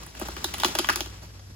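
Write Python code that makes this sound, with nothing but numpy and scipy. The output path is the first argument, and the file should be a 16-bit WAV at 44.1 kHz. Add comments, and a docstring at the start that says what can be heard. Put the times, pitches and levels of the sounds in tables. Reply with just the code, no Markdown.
"""A low drone wavers far off in the rush of a plantation while the leaflets of a palm frond swish and tick.
After two faint early leaf ticks the frond, cut at its base with a pole sickle, tears away in woody cracks.
Each tick or crack is a burst of snaps ringing through resonances, with a thud that falls in pitch.
The ground and the palms around throw them back; swish and air are shaped noise, the engine is sines."""
import sys
import numpy as np
from scipy import signal
from scipy.fft import rfft, irfft, next_fast_len
from scipy.io import wavfile

SR = 44100
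rng = np.random.default_rng(int(sys.argv[2]) if len(sys.argv) > 2 else 0)


def put_to_file(sound):
    """Save the sound as 16-bit audio at rate SR, in the file named by the first command-line argument."""
    columns = np.atleast_2d(sound).T  # one column per channel
    safe = np.clip(columns, -1, 1)
    whole_steps = np.round(safe * 32767)
    wavfile.write(sys.argv[1], SR, whole_steps.astype(np.int16))


N = 68355
TIME = np.arange(N) / SR

# far engine's loudness: (time [s], level [dB])
ENGINE_LEVEL = [(0, -44.5), (.13, -49.5), (.27, -39.5), (.45, -44.5), (.75, -47.5), (1.05, -42),
                (1.3, -46.5), (1.55, -49.5)]
# engine harmonics: (multiple of its pitch [ratio], level [dB])
ENGINE_ORDERS = [(1, 1), (2, -17), (3, -12.5)]
# second hum, gliding mostly upward: (time [s], pitch [Hz], level [dB])
DRONE = [(0, 78.1, -61), (.5, 80.65, -43), (.75, 87, -53), (1.05, 100.3, -46), (1.3, 100.7, -45),
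         (1.55, 93.7, -42)]
ENGINE_HZ, ENGINE_WANDER = 58.7, .0168  # wander as a share of the pitch

# still air of the plantation: (frequency [Hz], relative density [dB per Hz])
AIR_SPECTRUM = [(25, -3), (38, 5), (52, 21), (80, 22.5), (140, 12), (300, 3.5), (600, -2), (2000, -19),
                (5500, -6.5), (9000, -19.5), (12000, -9.5), (16000, -50)]
AIR_DB = -49.5

# leaflets sweeping: (time [s], level [dB])
SWISH_LEVEL = [(0, -47), (.06, -49), (.13, -52), (.24, -41.5), (.38, -44.5), (.5, -43), (.69, -38.5),
               (.74, -42), (.87, -40.5), (.93, -40), (1.07, -47.5), (1.28, -55.5), (1.55, -60)]
# colour of the swish: (frequency [Hz], relative density [dB per Hz])
SWISH_SPECTRUM = [(40, -12), (150, 16), (300, 15.5), (550, 9), (1000, 10), (2000, 6), (3500, 5), (6000, 4),
                  (10000, -6), (16000, -8)]
SWISH_DB, SWISH_FLICKER_DB = 1.5, 2.5
SWISH_BRIGHT_HZ, SWISH_BRIGHTENS = 9000, .4  # treble drops this many extra dB per dB below the peak
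TICKS_PER_S, TICK_DB = 330, -6
TICK_SPREAD_DB, TICK_SPREAD_CAP = 1, 4  # cap in multiples of the spread

# two faint early leaf ticks, then the stalk cracks (the row at 0.9 s is a close echo of the crack just before
# it): # (time [s], tearing time [s], thud pitch [Hz], knock pitch [Hz], snap pitch [Hz], # thud level [dB],
# knock level [dB], clack level [dB], snap level [dB], splinter level [dB], fizz level [dB])
TICKS_AND_CRACKS = [(0.034, 0.001, 251, 1090, 2970, -54.5, -51, -60, -66, -99, -49),
                    (0.064, 0.0024, 230, 840.0, 2920, -55.5, -55.5, -51, -73, -72, -47),
                    (0.15, 0.0012, 230, 910, 2540, -58, -57, -48.0, -50, -70, -55),
                    (0.197, 0.0023, 265, 750, 2980, -52, -44, -50.0, -50, -50, -39),
                    (0.2137, 0.0059, 186, 646, 3120, -31.5, -33.5, -42, -47.5, -49.0, -47),
                    (0.285, 0.0015, 243, 780, 2920, -42, -36, -44, -52, -48.0, -44.5),
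                    (0.3651, 0.0032, 195, 890, 2730, -42.5, -52, -38.5, -42, -46.5, -50.5),
                    (0.443, 0.0016, 292, 960, 3770, -36, -33.5, -36.5, -27.5, -31.0, -31),
                    (0.539, 0.0031, 269, 970, 3300, -47, -38, -39.5, -35.0, -38.0, -36),
                    (0.583, 0.00088, 252, 1090, 3380.0, -65, -44.0, -50, -47.0, -59, -42),
                    (0.599, 0.0032, 244, 940, 3500, -49, -44, -52, -34, -36.5, -37.5),
                    (0.619, 0.001, 246, 810.0, 3400, -53, -69, -50, -39, -48, -45),
                    (0.6339, 0.0017, 310, 800, 3400, -46, -24.5, -28.0, -28, -35.0, -36.5),
                    (0.646, 0.0015, 183, 875, 3420, -27.5, -25.0, -27.5, -23.5, -27.0, -32.0),
                    (0.6553, 0.008, 296, 830, 3360, -33.5, -37.5, -50, -46, -33, -34),
                    (0.683, 0.0016, 258, 915, 3040.0, -48, -44, -69, -41.5, -44.0, -43.0),
                    (0.751, 0.0027, 288, 945, 3070, -38, -30.0, -35.5, -32.5, -33.5, -34),
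                    (0.7872, 0.0022, 186, 1010, 3400, -32, -32, -30.5, -27.5, -28.5, -28.5),
                    (0.7936, 0.00068, 278, 970, 3600, -31.5, -32, -43, -32, -31.5, -38),
                    (0.8446, 0.00099, 249, 1090, 3160, -68, -36, -34.5, -33.0, -40, -47),
                    (0.871, 0.00053, 250, 1090.0, 2780, -63, -56, -50, -48.0, -45, -47),
                    (0.8879, 0.00069, 244, 1050, 2940, -36, -27, -23.5, -28.5, -35, -36.5),
                    (0.8955, 0.00065, 240, 1170, 3040, -41, -27.5, -22, -33.5, -38.0, -36),
                    (0.9, 0.0027, 256, 1040, 2540, -37, -28, -44, -31, -30.5, -36.5),
                    (0.927, 0.00091, 255, 1150, 2870, -67, -64, -56, -43, -46, -45),
                    (0.933, 0.0022, 255, 1140, 3640, -66, -57, -39, -40.5, -49, -44),
                    (0.9587, 0.00077, 250, 970, 3450, -40.5, -39, -36, -36.0, -30.5, -30),
                    (0.973, 0.0013, 243, 910, 3150.0, -44, -41.5, -58, -44.5, -53, -56),
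                    (1.0061, 0.00076, 250, 765, 3500, -37.5, -37, -41, -31, -32.5, -37.5),
                    (1.06, 0.0019, 254.2, 760, 2880, -47.5, -50, -49, -47, -49.5, -50.5),
                    (1.231, 0.015, 231, 930, 3090.0, -54.5, -50, -69, -72, -53, -55),
                    (1.392, 0.0075, 262, 803, 3600, -81, -58, -57, -59, -57, -75)]
# knocking wood: (multiple of knock pitch [ratio], width [Hz], level [dB])
KNOCK_MODES = [(.6, 303, -1.5), (1.0, 456, 9), (1.35, 400, -1.5)]
# hard rind: (frequency [Hz], width [Hz], level [dB])
CLACK_MODES = [(1390, 676, 0), (1760, 930, -3.5)]
# snapping fibres: (multiple of snap pitch [ratio], width [Hz], level [dB])
SNAP_MODES = [(.8, 710, -2), (1.0, 700, 3), (1.15, 700, -1.5)]
# splinters of the rind: (frequency [Hz], width [Hz], level [dB])
SPLINTER_MODES = [(4620, 880, 1), (6550, 880, -1.1)]
# finest fibres: (frequency [Hz], width [Hz], level [dB])
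FIZZ_MODES = [(7240, 7000, -6), (10500, 3500, 1.5), (15600, 820, -6.5)]
# boom of the whole stalk: (frequency [Hz], width [Hz], level [dB])
THUD_MODES = [(362, 80, 1)]
SNAPS_PER_S, SNAP_SHARE = 9000, .59  # small snaps; starting spread against a first snap of 1
# the bending wave behind the thud
THUD_START_HZ, THUD_TOP_HZ, THUD_FALL_S, THUD_RISE_S = 560, 400, .0055, .0053

# clean bounce off the ground, and its smear in the leaf litter
GROUND_S, GROUND_SMEAR_S, GROUND_BAND_HZ = .0035, .0008, (350, 6000)
GROUND_DB, LITTER_DB = -8.5, -9
# nearby leaves and trunk, then the wider grove
SCATTER_DB, SCATTER_T60_S, SCATTER_ABOVE_HZ, SCATTER_CUT_HZ = -6, .19, 2300, 10100
GROVE_DB, GROVE_T60_S, GROVE_CUT_HZ = -16, .41, 14000

LEFT_DB, LEFT_LEAD_S = 1.5, .00004
SPREAD_HZ = 470  # diffuse sound grows alike on both sides below this
PHASE_HZ, PHASE_WIDTH_HZ = 1250, 380
TREBLE_SPLIT_HZ, TREBLE_LAG_SAMPLES, TREBLE_WIDTH = 5790, 12, .13
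CUTOFF_HZ = 16200


def from_db(db):
    """Decibels to gain."""
    return 10 ** (np.asarray(db) / 20)


def rms_one(x):
    """Scale to rms 1."""
    return x / np.sqrt(np.mean(x ** 2) + 1e-20)


def at_level(x, db):
    """Scale a short sound so its energy, spread over a hundredth of a second, has this rms level."""
    return from_db(db) * x / np.sqrt(np.sum(x ** 2) / (SR / 100) + 1e-20)


def in_time(rows):
    """Draw each column of a curve at every sample."""
    s, *columns = np.transpose(rows)
    return [np.interp(TIME, s, column) for column in columns]


def drift(rate):
    """Random curve through rate knots a second, with spread 1 at the knots."""
    knots = rng.standard_normal(1000)
    return np.interp(TIME * rate, np.arange(len(knots)), knots)


def cut(x, hz, kind, order=2):
    """Butterworth filter."""
    sos = signal.butter(order, np.clip(hz, 10, SR / 2 - 500), kind, fs=SR, output="sos")
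    return signal.sosfilt(sos, x)


def delayed(x, s):
    """The same sound s seconds later."""
    return np.interp(TIME - s, TIME, x, left=0)


def diffuse(size):
    """Stereo noise: alike on both sides in the bass, different higher up."""
    mid, side = rng.standard_normal((2, size))
    side = cut(side, SPREAD_HZ, "high", order=1)
    return np.array([mid + side, mid - side])


def coloured(x, spectrum):
    """Give noise a spectrum, drawn over log frequency; rms 1."""
    hz, db = np.transpose(spectrum)
    size = next_fast_len(N + SR // 10)
    bins_hz = np.arange(size // 2 + 1) * SR / size + 1  # 1 Hz up, to avoid log of zero
    gain = from_db(np.interp(np.log(bins_hz), np.log(hz), db))
    return rms_one(irfft(rfft(x, size) * gain, size)[..., :N])


def resonate(x, modes):
    """Two-pole resonances side by side, with alternating signs."""
    out = 0
    for k, (hz, width, db) in enumerate(modes):
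        r = np.exp(-np.pi * width / SR)
        poles = [1, -2 * r * np.cos(2 * np.pi * hz / SR), r * r]
        ringing = signal.lfilter([1, 0, -1], poles, x + 1e-18)
        out = out + (-1) ** k * from_db(db) * (1 - r * r) / 2 * ringing
    return out


def pitched(modes, pitch_hz):
    """Set resonances given as ratios to a pitch."""
    return [(pitch_hz * ratio, width, db) for ratio, width, db in modes]


def far_engine():
    """Harmonics of one wavering pitch make a low drone; a second hum climbs above it, then eases back."""
    level_db, = in_time(ENGINE_LEVEL)
    turn = 2 * np.pi * np.cumsum(ENGINE_HZ * (1 + ENGINE_WANDER * drift(5.7))) / SR
    engine = sum(from_db(level_db + db) * np.sin(multiple * turn) for multiple, db in ENGINE_ORDERS)
    hum_hz, hum_db = in_time(DRONE)
    hum = from_db(hum_db) * np.sin(2 * np.pi * np.cumsum(hum_hz) / SR)
    return engine + hum


def air():
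    """Steady diffuse noise, coloured as the background rush of the plantation."""
    return from_db(AIR_DB) * coloured(diffuse(N), AIR_SPECTRUM)


def leaflet_ticks():
    """Leaflets flick against each other: random clicks, each dealt to one of ten broad resonances."""
    spread_db = TICK_SPREAD_DB * np.minimum(rng.exponential(1, N), TICK_SPREAD_CAP)
    sizes = from_db(spread_db) * rng.choice([-1, 1], N)
    flicks = sizes * (rng.random(N) < TICKS_PER_S / SR)
    pitches_hz = np.geomspace(1200, 14000, 10)
    dealt = rng.integers(0, 10, N)
    ticks = 0
    for k, hz in enumerate(pitches_hz):
        ticks = ticks + resonate(flicks * (dealt == k), [(hz, hz / 3, -10 * np.log10(hz))])
    return rms_one(ticks)


def leaflets():
    """Leaflets slide over each other as flickering noise and tick; their treble grows with loudness."""
    level_db, = in_time(SWISH_LEVEL)
    flicker_db = SWISH_FLICKER_DB * drift(90)
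    swish = coloured(diffuse(N), SWISH_SPECTRUM) * from_db(SWISH_DB + flicker_db)
    ticks = leaflet_ticks() * from_db(level_db + TICK_DB)
    rustle = swish * from_db(level_db) + outdoors(ticks)
    dimming = from_db(SWISH_BRIGHTENS * (level_db - level_db.max()))
    top = cut(rustle, SWISH_BRIGHT_HZ, "high", order=3) * dimming
    return cut(rustle, SWISH_BRIGHT_HZ, "low", order=3) + top


def snap_burst(t, tear_s):
    """One full snap, then a dying random spray of smaller ones."""
    sizes = SNAP_SHARE * rng.standard_normal(len(t))
    snaps = sizes * (rng.random(len(t)) < SNAPS_PER_S / SR) * np.exp(-t / tear_s)
    snaps[0] = 1
    return snaps


def falling_thud(t, thud_hz):
    """A bending wave swells and dies while sliding down to its pitch, lows last, and rings a low boom."""
    bend_hz = thud_hz + (THUD_START_HZ - thud_hz) * np.exp(-t / THUD_FALL_S)
    bend = np.sin(2 * np.pi * np.cumsum(bend_hz) / SR) * t * np.exp(-t / THUD_RISE_S)
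    return cut(bend + resonate(bend, THUD_MODES), THUD_TOP_HZ, "low", order=5)


def leaf_ticks_and_stalk():
    """Two faint leaf ticks, then the stalk's cracks and one close echo: each a snap burst ringing in five
    bands, plus a thud."""
    t = TIME[:SR // 10]
    out = np.zeros(N + SR)
    for s, tear_s, thud_hz, knock_hz, snap_hz, thud_db, *levels_db in TICKS_AND_CRACKS:
        snaps = snap_burst(t, tear_s)
        knock = cut(resonate(snaps, pitched(KNOCK_MODES, knock_hz)), [400, 1600], "band")
        clack = cut(resonate(snaps, CLACK_MODES), [1100, 2700], "band")
        snap = cut(resonate(snaps, pitched(SNAP_MODES, snap_hz)), [2100, 4500], "band", order=3)
        splinter = cut(resonate(snaps, SPLINTER_MODES), [4200, 8500], "band", order=3)
        fizz = cut(resonate(snaps, FIZZ_MODES), 10200, "high")
        parts = (knock, clack, snap, splinter, fizz)
        ringing = sum(at_level(part, db) for part, db in zip(parts, levels_db))
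        start = int(s * SR)
        out[start:start + len(t)] += ringing + at_level(falling_thud(t, thud_hz), thud_db)
    return out[:N]


def ground_bounce(x):
    """The ground returns a band-limited copy, and leaf litter smears it with a brief burst of noise."""
    t = TIME[:SR // 100]
    litter = rms_one(diffuse(len(t)) * np.exp(-t / GROUND_SMEAR_S)) / np.sqrt(len(t))
    bounce = cut(delayed(x, GROUND_S), GROUND_BAND_HZ, "band")
    smeared = signal.fftconvolve(bounce[None], litter, axes=1)[:, :N]
    return from_db(GROUND_DB) * bounce + from_db(LITTER_DB) * smeared


def echoes(x, t60_s, top_hz):
    """Dense reflections as decaying noise, different on each side, losing 60 dB in t60_s."""
    t = TIME[:SR // 2]
    fade = from_db(-60 * t / t60_s) * (1 - np.exp(-t / .001))
    tail = cut(diffuse(len(t)), top_hz, "low", order=1) * fade
    return signal.fftconvolve(x[None], rms_one(tail) / np.sqrt(len(t)), axes=1)[:, :N]


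def outdoors(x):
    """Direct sound, left side first, a ground bounce, bright scatter from near leaves and the grove's tail."""
    direct = np.array([x, delayed(x, LEFT_LEAD_S)])
    ground = ground_bounce(x)
    scatter = echoes(cut(x, SCATTER_ABOVE_HZ, "high"), SCATTER_T60_S, SCATTER_CUT_HZ)
    grove = echoes(x, GROVE_T60_S, GROVE_CUT_HZ)
    return direct + ground + from_db(SCATTER_DB) * scatter + from_db(GROVE_DB) * grove


def scene():
    """The frond, a little to the left, over the engine and the air."""
    frond = outdoors(leaf_ticks_and_stalk()) + leaflets()
    balance = from_db([[LEFT_DB / 2], [-LEFT_DB / 2]])
    return frond * balance + far_engine() + air()


def record(dry):
    """Two microphones differ in mid phase and share most treble, later on the left; the top is cut."""
    r = np.exp(-np.pi * PHASE_WIDTH_HZ / SR)
    poles = [1, -2 * r * np.cos(2 * np.pi * PHASE_HZ / SR), r * r]
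    left = signal.lfilter(poles[::-1], poles, dry[0])  # all-pass: turns phase, keeps level
    body = cut(np.array([left, dry[1]]), TREBLE_SPLIT_HZ, "low", order=6)
    # the left channel's treble is heard on both sides, the right's is their small difference
    shared, apart = cut(dry, TREBLE_SPLIT_HZ, "high", order=6) * from_db(-1)
    left_treble = delayed(shared + TREBLE_WIDTH * apart, TREBLE_LAG_SAMPLES / SR)
    right_treble = shared - TREBLE_WIDTH * apart
    top_cut = signal.ellip(10, .2, 80, CUTOFF_HZ, fs=SR, output="sos")
    return signal.sosfilt(top_cut, body + np.array([left_treble, right_treble]))


dry = scene()
out = record(dry)
put_to_file(out)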